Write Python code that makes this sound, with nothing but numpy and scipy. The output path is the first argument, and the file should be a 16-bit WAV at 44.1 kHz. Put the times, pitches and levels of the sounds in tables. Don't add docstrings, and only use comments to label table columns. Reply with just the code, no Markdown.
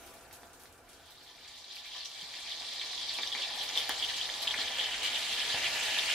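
import sys
import numpy as np
from scipy import signal
from scipy.fft import irfft
from scipy.io import wavfile
from scipy.ndimage import uniform_filter1d

SR = 44100
rng = np.random.default_rng(int(sys.argv[2]) if len(sys.argv) > 2 else 0)


def put_to_file(sound):
    columns = np.atleast_2d(sound).T
    safe = np.clip(columns, -1, 1)
    whole_steps = np.round(safe * 32767)
    wavfile.write(sys.argv[1], SR, whole_steps.astype(np.int16))


N = 270774
TIME = np.arange(N) / SR

# time in seconds, share of the later tone (0 to 1).
TONE_BLEND = [(0.9, 0.05), (2.0, 0.81)]
# time in seconds, peak level in dB, pitch in Hz.
POPS = [(0.3111, -46, 1920), (0.433, -46, 1700), (0.4337, -48.5, 740), (0.4385, -53, 3200),
        (0.6564, -47, 1800),  (0.8833, -56, 2030), (1.1215, -45, 3700), (1.1835, -47, 3760),
        (1.2926, -48, 3510), (1.3825, -49, 2170), (1.4337, -48, 3500), (1.4485, -39, 3510),
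        (1.4492, -50, 2110), (1.483, -41, 4260), (1.5686, -41, 3430), (1.644, -38, 3920),
        (1.7115, -34.5, 3640), (1.7633, -38, 4400), (1.7684, -41, 2440), (1.8566, -46, 2310),
        (1.9545, -49, 1040), (2.008, -30, 4170), (2.0503, -34, 5600), (2.058, -26.5, 5360),
        (2.0846, -46, 3750), (2.184, -45, 2140), (2.218, -33, 4100), (2.3605, -42, 2370),
        (2.4655, -36, 2180), (2.5156, -29, 3430), (2.5221, -30, 3100), (2.6125, -46.5, 734),
        (2.6201, -40, 2310), (2.7971, -25, 3650), (2.814, -27.5, 3230), (2.817, -36, 2150),
        (2.8408, -46, 830), (2.933, -33.5, 1880), (2.9333, -46, 3370), (3.0935, -24, 3670),
        (3.0956, -22, 4100), (3.1876, -37, 820), (3.1873, -29, 2140), (3.2334, -30.5, 1780),
        (3.2333, -21.5, 3380), (3.2753, -25, 3400), (3.2738, -27, 5460), (3.3196, -26, 3370),
        (3.3268, -24.5, 3210), (3.3493, -38.5, 810), (3.351, -25.5, 2000), (3.4202, -25, 2950),
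        (3.438, -30, 3500), (3.4493, -41, 3560), (3.5915, -29, 3220), (3.618, -30, 3900),
        (3.691, -25, 5600), (3.6932, -39, 2820), (3.7555, -22, 3760), (3.7663, -36.5, 696),
        (3.7754, -14.5, 3270), (3.7758, -24, 5050), (3.784, -37, 3240), (3.8054, -27, 3130),
        (3.8941, -30, 2900), (3.8944, -24, 1670), (3.8945, -31.5, 740), (3.914, -36, 3220),
        (3.9219, -44, 1790), (3.9895, -34, 7800), (3.999, -26.5, 3100), (4.026, -21, 3090),
        (4.0303, -26, 3200), (4.0396, -25, 3230), (4.1006, -27, 3030), (4.2133, -22, 3030),
        (4.2555, -26.5, 3400), (4.2924, -28, 1840), (4.3003, -28, 3270), (4.3184, -37, 3160),
        (4.3404, -27, 3530), (4.3459, -42, 3650), (4.4286, -26, 3780), (4.4499, -38, 650),
        (4.4731, -24, 3700), (4.4752, -23.5, 2810), (4.478, -19, 3150), (4.5096, -23, 3260),
        (4.5156, -30, 3250), (4.5395, -41, 970), (4.5417, -21.5, 2030), (4.5458, -22.5, 1900),
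        (4.587, -35, 1230), (4.59, -32, 1750), (4.6161, -21, 3870), (4.683, -29, 3360), (4.6902, -36, 3120),
        (4.7227, -28, 3180), (4.718, -33, 5910), (4.7858, -24.5, 3040), (4.7882, -34, 7940),
        (4.8122, -23, 3240), (4.8318, -24, 3400), (4.86, -25, 3100), (4.934, -24.5, 2960),
        (4.942, -33, 2370), (5.0325, -24.5, 3750), (5.1317, -41, 3180), (5.1614, -28, 3030),
        (5.1683, -30, 2230), (5.1898, -28, 3330), (5.231, -24.5, 3660), (5.3183, -35, 2600),
        (5.329, -26, 3120), (5.3964, -25, 3220), (5.503, -23, 3600), (5.54, -30, 3200), (5.545, -33, 690),
        (5.635, -29, 3200), (5.6443, -30, 3100), (5.669, -25, 2240), (5.678, -38, 920), (5.794, -25, 2160),
        (5.946, -24, 2960), (5.967, -23, 2360), (5.9717, -37.5, 840), (5.9874, -17.5, 3400),
        (5.9946, -22, 3600), (6.102, -23, 2110), (6.1117, -28, 3240)]


def gain_of(db):
    return 10 ** (np.asarray(db) / 20)


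def add_power(db, power):
    return 10 * np.log10(gain_of(db) ** 2 + power)


def unit_level(x):
    return x / np.sqrt(np.mean(x ** 2) + 1e-20)


def at_pitch(rows, hz):
    row_hz, value = np.transpose(rows)
    return np.interp(np.log(hz + 1), np.log(row_hz + 1), value)


def curves(rows, t=TIME):
    times, *columns = np.transpose(rows)
    return [np.interp(t, times, column) for column in columns]


def frame_grid(size):
    return np.arange(N // (size // 4) + 5) * size / 4 / SR, np.fft.rfftfreq(size, 1 / SR)


def stereo_noise(strength, size):
    # pitch in Hz, how alike left and right are (0 to 1).
    likeness = [(60, 1), (150, 0.61), (380, 0.91), (950, 0.84), (2380, 0.48), (5980, 0.056), (15000, 0.013)]
    alike = at_pitch(likeness, np.fft.rfftfreq(size, 1 / SR))[:, None]
    a, b, c, d = rng.standard_normal((*strength.T.shape, 4)).T
    left = a + 1j * b
    right = alike * left + np.sqrt(1 - alike ** 2) * (c + 1j * d)
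    spectrum = np.array([left, right]) * strength
    return signal.istft(spectrum, nperseg=size, noverlap=size * 3 // 4)[1][:, :N]


def patchy_noise(opening_tone, later_tone, patchy_db, size):
    t, hz = frame_grid(size)
    patches = rng.standard_normal((len(t), len(hz))).T
    patches = unit_level(uniform_filter1d(uniform_filter1d(patches, 8, 0), 10, 1))
    blend = curves(TONE_BLEND, t)[0]
    opening, later = (unit_level(gain_of(at_pitch(tone, hz)))[:, None] for tone in (opening_tone, later_tone))
    power = (1 - blend) * opening ** 2 + blend * later ** 2
    return unit_level(stereo_noise(np.sqrt(power) * gain_of(patchy_db * patches), size))


def puff_power(t, start, db, fade_s, rise_s=0.0012):
    age = np.maximum(t - start, 0)
    return (1 - np.exp(-age / rise_s)) * gain_of(db - 60 * age / fade_s) ** 2


def bursts(start, db, hz, cycles, balance_db, lag_s, size, glide=0.022):
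    out, step = np.zeros((2, N)), np.arange(size)
    samples = np.floor(start * SR).astype(int)[:, None] - 8 + step
    end_fade = np.minimum((size - step) / 20, 1)
    for side, sign in enumerate((.5, -.5)):
        swings = np.maximum(samples / SR - (start + sign * lag_s)[:, None], 0) * hz[:, None]
        progress = swings / cycles
        swell = (progress * np.exp(1 - progress)) ** 2 * end_fade
        tone = np.sin(2 * np.pi * swings * (1 + glide * progress))
        wave = swell * tone * gain_of(db + sign * balance_db)[:, None]
        out[side] = np.bincount(np.maximum(samples, 0).ravel(), wave.ravel(), N)[:N]
    return out


def placed_bursts(peak_s, db, hz, cycles, size):
    place = rng.standard_normal((len(peak_s), 2))
    start = peak_s - np.ravel(cycles) / hz
    return bursts(start, db, hz, cycles, 1.4 * place[:, 0], 2e-5 * place[:, 1], size)


def swarm(level_db, lowest_hz, spread, cycles, uneven_db, clump, count, size):
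    pick = rng.random(count)
    smallness, strength = rng.exponential(1, (count, 2)).T
    place = rng.standard_normal((count, 2))
    t = np.arange(0, N / SR, 1e-3)
    heave = unit_level(sum(np.sin(2 * np.pi * (hz * t + rng.random())) for hz in np.geomspace(8, 60, 30)))
    burst_so_far = np.cumsum(np.exp(clump * heave))
    start = np.interp(pick, burst_so_far / burst_so_far[-1], t)
    floor_hz = np.broadcast_to(lowest_hz, N)[(start * SR).astype(int)]
    hz = np.minimum(floor_hz * np.exp(spread * smallness), 15000)
    db = uneven_db * np.minimum(strength, 3.5)
    db -= 2.5 * np.maximum(smallness - 1.5, 0)
    crowd = bursts(start, db, hz, cycles, 3.9 * place[:, 0], 4.5e-5 * place[:, 1], size)
    return unit_level(crowd) * gain_of(level_db)


def house_rumble():
    # time in seconds, level in dB.
    loudness = [(0.0, -68), (0.08, -66), (2.19, -75.5), (2.22, -77), (2.33, -72), (2.56, -71.5),
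                (4.04, -66), (5.45, -65), (5.56, -59), (5.58, -62), (5.93, -67.5), (6.14, -64)]
    # pitch in Hz, relative level in dB.
    tone = [(12, -34), (20, -0.5), (81, 7.5), (199, -4.5), (220, -42), (290, -18), (480, -120)]
    return patchy_noise(tone, tone, patchy_db=1.0, size=4096) * gain_of(curves(loudness)[0])


def kitchen_echo(sound):
    # pitch in Hz, seconds to fade by 60 dB.
    fade_times = [(300, 0.51), (3000, 0.09), (12000, 0.2)]
    hz, _, spectrum = signal.stft(np.pad(sound.mean(0), (0, 512)), SR, nperseg=256, noverlap=192)
    kept = gain_of(-60 * 64 / SR / at_pitch(fade_times, hz)) ** 2
    power = [signal.lfilter([0, 0, 0, 1 - k], [1, -k], band) for k, band in zip(kept, abs(spectrum) ** 2)]
    return gain_of(-1.0) * stereo_noise(np.sqrt(power), size=256)


def stove_thuds():
    # start in seconds, peak level in dB, pitch in Hz.
    knocks = [(2.226, -54.5, 172), (3.73, -49, 330), (3.894, -45, 333), (4.42, -50, 375), (4.585, -47, 297),
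              (5.538, -46.5, 150)]
    start, db, hz = np.transpose(knocks)
    centred = np.zeros(len(start))
    return bursts(start, db, hz, cycles=0.95, balance_db=centred, lag_s=centred, size=2048, glide=0)


def burner_and_slosh(heavy_below_hz=1350):
    # time in seconds, level in dB.
    flame = [(0.0, -56), (0.38, -58), (0.91, -61.5), (1.59, -64), (2.27, -59.5), (2.37, -58.5),
             (3.18, -55.5), (3.38, -53), (3.71, -52.5), (4.26, -51), (4.67, -49), (5.33, -50), (5.71, -47),
             (6.14, -48.5)]
    # pitch in Hz, relative level in dB.
    opening_tone = [(120, -44), (200, -56), (247, 2.5), (373, -2.5), (420, -13.5), (474, -2), (615, -11),
                    (694, -1), (1160, -14.5), (1470, -1.5), (1800, -12.5), (2200, -15), (2860, -21),
                    (4840, -120)]
    later_tone = [(120, -41), (200, -15), (243, -13), (403, -10.5), (771, 1.5), (1080, -3.5), (1500, -11.5),
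                  (1950, 0.5), (3300, -120)]
    slosh = sum(puff_power(TIME, at, db - 6.5, fade_s=0.13) for at, db, hz in POPS if hz < heavy_below_hz)
    level_db = add_power(curves(flame)[0], slosh)
    return patchy_noise(opening_tone, later_tone, patchy_db=1.0, size=1024) * gain_of(level_db)


def metal_tick(start=3.8941, level_db=-22):
    # pitch in Hz, relative level in dB, seconds to fade by 60 dB.
    tones = [(6900, -4, .0025), (10200, 0, .003), (13300, 1, .002), (15200, -6, .002)]
    age = np.maximum(TIME - start, 0)
    return sum(gain_of(level_db + db - 60 * np.minimum(age / fade_s, 5)) * np.sin(2 * np.pi * hz * age)
               for hz, db, fade_s in tones)


def surge_power(large_bubbles=False, lean=0.12):
    # middle in seconds, length in seconds, level of medium bubbles in dB,
    # dB to add for large bubbles.
    patches = [(1.09, 0.093, -61, -18), (1.284, 0.077, -57.5, -12), (1.464, 0.055, -56.5, -3),
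               (1.566, 0.04, -53, -13), (1.744, 0.082, -49, -11), (1.853, 0.031, -51.5, -4),
               (1.971, 0.11, -45.5, -10.5), (2.057, 0.0078, -41, -22), (2.196, 0.091, -50.5, -5),
               (2.366, 0.1, -46.5, -6), (2.508, 0.098, -45, -7), (2.819, 0.024, -50, 0),
               (3.096, 0.012, -43, -7), (3.228, 0.017, -39, -11), (3.333, 0.024, -40.5, -21),
               (3.429, 0.14, -40.5, -9.5), (3.607, 0.072, -39.5, -23), (3.698, 0.018, -37.5, -9),
               (3.789, 0.087, -36.5, -9), (3.908, 0.046, -40, -5), (4.035, 0.028, -38, -12),
               (4.101, 0.02, -37, -7.5), (4.2, 0.076, -43.5, -22), (4.345, 0.013, -51, -10),
               (4.433, 0.02, -39, -10), (4.479, 0.0082, -41, -12), (4.514, 0.033, -38.5, -8),
               (4.609, 0.084, -38.5, -7.5), (4.685, 0.011, -42, -5), (4.827, 0.098, -38, -6),
               (4.941, 0.017, -41, 2.5), (5.071, 0.058, -37.5, -6), (5.162, 0.12, -39.5, -7),
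               (5.322, 0.045, -36.5, -12), (5.398, 0.048, -38, -2.5), (5.522, 0.071, -40, -15),
               (5.653, 0.054, -40, 1), (5.991, 0.012, -33, -15), (6.11, 0.048, -40, -2.5)]
    power = np.zeros(N)
    for middle, length, db, large_db in patches:
        near = slice(*np.searchsorted(TIME, [middle - 2 * length, middle + 3 * length]))
        from_peak = (TIME[near] - middle) / length + lean / 2
        swell = np.exp(-4 * (from_peak / (1 + lean * np.sign(from_peak))) ** 2)
        power[near] += gain_of(db + large_db if large_bubbles else db) ** 2 * swell
    return power


def steam():
    # time in seconds, level in dB.
    loudness = [(0.0, -55.5), (0.29, -61.5), (0.66, -63.5), (0.87, -68), (0.93, -64.5), (1.55, -64.5),
                (1.9, -62.5), (2.26, -57), (2.43, -57.5), (2.89, -55.5), (3.45, -55), (3.79, -50.5),
                (5.06, -49.5), (5.18, -47.5), (5.99, -43), (6.14, -43.5)]
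    # pitch in Hz, relative level in dB.
    opening_tone = [(1060, -37), (1800, -21), (2320, -0.5), (3850, -3), (8100, -5), (12000, -7),
                    (15700, -10.5)]
    later_tone = [(3530, -17.5), (6000, -1.5), (7610, -3.5), (8180, -6), (10700, -10.5), (13000, -17),
                  (15500, -41)]
    level_db = add_power(curves(loudness)[0], surge_power() * gain_of(-15) ** 2)
    hiss = patchy_noise(opening_tone, later_tone, patchy_db=2.86, size=256) * gain_of(level_db)
    crackle_hz = 8000 - 2000 * curves(TONE_BLEND)[0]
    crackle = swarm(level_db - 11.5, crackle_hz,
                    spread=0.23, cycles=2.0, uneven_db=1.4, clump=0.32, count=9000, size=48)
    return hiss + crackle


def spits(delay_s=0.000654, low_hz=2300, size=128):
    # time in seconds, click level in dB, puff level in dB, pitch of both in Hz.
    drops = [(0.0633, -39, -53, 10700), (0.0757, -43, -66, 3970), (0.1386, -38, -58, 10400),
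             (0.2094, -46, -59, 7100), (0.311, -46, -63, 4000), (0.3282, -31, -51, 11200),
             (0.3358, -34, -54, 11400), (0.4144, -49, -62, 9600), (0.4324, -44, -63, 4500),
             (0.4594, -43, -69, 13400), (0.532, -37, -56.5, 8300), (0.5955, -44, -56, 10900),
             (0.6155, -50, -58, 12500), (0.635, -32, -58, 11100), (0.6566, -44, -61, 4000),
             (0.7253, -41, -61, 9500), (0.7776, -54, -64, 9000), (0.8894, -43, -55, 10100),
             (0.9313, -43, -58, 7600), (1.0595, -47, -64, 9200), (1.1034, -49, -56.5, 12700),
             (1.2295, -51, -60, 11300), (1.477, -40, -53, 7240), (1.5396, -55, -69, 12500),
             (1.559, -48, -67, 7800), (1.5765, -42, -54, 6960), (1.7524, -42, -53.5, 12100),
             (1.8574, -44, -59, 12100), (2.0492, -34, -52, 6400), (2.055, -40, -59, 8400),
             (2.0926, -46, -71, 12200), (2.2036, -48, -58, 9700), (2.2294, -45, -70, 10100),
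             (2.404, -33, -58, 7900), (2.7337, -44, -53, 9800), (2.8459, -38, -57, 9200),
             (3.1338, -44, -45, 9100), (3.273, -35, -51, 8350), (3.5423, -42, -51, 8900),
             (3.5553, -39, -50, 11000), (3.6296, -32, -45, 10700), (3.7668, -40, -43, 11200),
             (3.9888, -39, -55, 10500), (4.0178, -38, -55, 12600), (4.0816, -30, -51, 8600),
             (4.1245, -36, -59, 9100), (4.164, -31, -42, 6600), (4.4169, -47, -43, 11400),
             (5.031, -26, -38, 7300), (5.1786, -35, -45, 9600), (5.3388, -33, -54, 8800),
             (5.8321, -33, -44, 8600)]
    t, hz = frame_grid(size)
    hz = hz + 1
    power = np.zeros((len(hz), len(t)))
    for at, _, puff_db, pitch in drops:
        peak = np.exp(-.5 * (np.log(hz / pitch) / 0.1) ** 2)
        band = 1 / (1 + (low_hz / hz) ** 6) / (1 + (hz / pitch / 1.25) ** 4)
        tone = unit_level(peak + gain_of(8) * band)
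        power += np.outer(tone ** 2, puff_power(t, at + delay_s, puff_db, fade_s=0.22))
    plain_level = stereo_noise(np.ones((len(hz), 400)), size)[:, :10000].std()
    puffs = stereo_noise(np.sqrt(power), size) / plain_level
    times, click_db, _, click_hz = np.transpose(drops)
    return puffs + placed_bursts(times + delay_s, click_db, click_hz, cycles=0.7, size=64)


def gurgle():
    # time in seconds, peak level in dB, pitch in Hz.
    glugs = [(3.4, -47, 520), (3.47, -45, 674), (3.49, -47, 670), (3.515, -50, 780), (3.55, -45, 790),
             (3.576, -41.5, 720), (3.609, -43, 720), (4.79, -44, 520), (4.81, -56, 480)]
    return placed_bursts(*np.transpose(glugs), cycles=4.6, size=2048)


def pops():
    # pitch in Hz, swings until the peak.
    ring_cycles = [(800, 1.17), (2200, 1.57), (3200, 3.794)]
    times, db, hz = np.transpose(POPS)
    return placed_bursts(times, db, hz, at_pitch(ring_cycles, hz)[:, None], size=384)


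def foam():
    # time in seconds, level of medium bubbles in dB,
    # their typical pitch in Hz, level of fizz in dB, level of large bubbles in dB.
    growth = [(0.86, -70, 3270, -70, -76), (1.18, -63.5, 3600, -59, -70), (1.95, -52, 3440, -47, -63.5),
              (2.12, -53, 3500, -47.5, -64), (2.28, -53, 3560, -46.5, -62), (2.36, -55, 3520, -46.5, -61),
              (2.67, -45, 3570, -41.5, -56), (3.14, -41, 3520, -39, -53), (3.27, -41.5, 3480, -39.5, -54),
              (3.3, -49, 3470, -45, -56), (3.33, -44, 3540, -41.5, -55), (3.57, -44, 3540, -42.5, -50),
              (3.93, -46.5, 3350, -40, -50), (4.2, -42.5, 3300, -38, -49.5), (4.34, -45, 3500, -40, -50.5),
              (4.9, -41.5, 3180, -44, -46), (5.4, -41, 3250, -38.5, -46), (5.51, -38, 3430, -38, -40.5),
              (5.57, -41.5, 2960, -37.5, -42.5), (5.95, -38, 3050, -37.5, -40),
              (5.98, -39, 3100, -38.5, -40), (6.05, -40, 3220, -36.5, -39), (6.14, -35.5, 2800, -38, -40.5)]
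    medium_db, hz, fizz_db, large_db = curves(growth)
    fade_in_db = -300 * np.clip(growth[0][0] - TIME, 0, 1)
    surge = surge_power()
    medium_db = add_power(medium_db + fade_in_db, surge)
    fizz_db = add_power(fizz_db + fade_in_db, surge * gain_of(-2.5) ** 2)
    large_db = add_power(large_db + fade_in_db, surge_power(large_bubbles=True))
    medium = swarm(medium_db, 0.863 * hz,
                   spread=0.16, cycles=2.31, uneven_db=1.7, clump=.45, count=9000, size=128)
    fizz = swarm(fizz_db, 3650, spread=0.224, cycles=3.05, uneven_db=2.05, clump=.25, count=21000, size=88)
    large = swarm(large_db, 1750, spread=0.27, cycles=1.48, uneven_db=0.99, clump=.3, count=6500, size=176)
    return medium + fizz + large


def pan_ring(sound, ring_db=4.5):
    # pitch in Hz, width in Hz, relative level in dB over bare fat, the same with flour in.
    tones = [(252, 13, -7.5, -5.5), (381, 7.9, 2.5, -6), (438.6, 10, -2, 2.5), (499, 15, -3, 1.5),
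             (550, 22, -7.5, -10), (607, 6.2, -2, 3), (658, 6.7, 1.5, 1), (687, 11.4, 0.5, -2),
             (736.5, 13, -2, -6), (791, 13, -2, -2), (853, 26, -0.5, 0), (961, 15, -6.5, 2),
             (1003, 27, 2, -2), (1154, 20, 6, -1), (1227, 39, -1.5, -0.5), (1352, 17, -2, -4),
             (1423, 16, -8.5, 1), (1568, 25, -9, -5.5), (1715, 34, -3.5, 2.5), (1761, 15, 1.5, -3.5),
             (1892, 35, -6, -8.5), (1984, 13, -18, -10), (2095, 25, -9, -8.5), (2152, 27, -3, -14),
             (2310, 32, 3, -3), (2367, 40, -0.5, -3.5), (2465, 18, -14, -1), (2500, 29, -11, -4),
             (2706, 35, 2, 0.5), (2900, 33, -10, -5), (3000, 75, -5, -3), (3150, 30, -3.5, -4),
             (3280, 49, -4.5, -4), (3517, 24, -5, -7), (3660, 40, -15, -4.5), (4250, 9.9, -18, -8),
             (4760, 38, -5, -6)]
    # time in seconds, share of the pan filled (0 to 1).
    filling = [(3.0, 0), (4.6, 0.86)]
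    hz = np.fft.rfftfreq(4096, 1 / SR)
    filled = curves(filling)[0]
    out = 0
    for share, column in ((1 - filled, 2), (filled, 3)):
        ringing = sum(gain_of(row[column]) / (1 + 2j * (hz - row[0]) / row[1]) for row in tones)
        response = irfft(1 + gain_of(ring_db) * ringing)
        out = out + signal.oaconvolve(share * sound, response[None], axes=1)[:, :N]
    return out


def scene():
    fat = foam() + pops() + gurgle() + burner_and_slosh()
    vapour = steam() + spits()
    tick = metal_tick()
    open_air = vapour + tick + kitchen_echo(vapour + gain_of(-5) * tick)
    pan = gain_of(-3.5) * pan_ring(fat + kitchen_echo(fat))
    return pan + open_air + house_rumble() + stove_thuds()


def record(dry, top_hz=15700):
    return signal.oaconvolve(dry, signal.firwin(511, top_hz, window=("kaiser", 9), fs=SR)[None], "same")


dry = scene()
out = record(dry)
put_to_file(out)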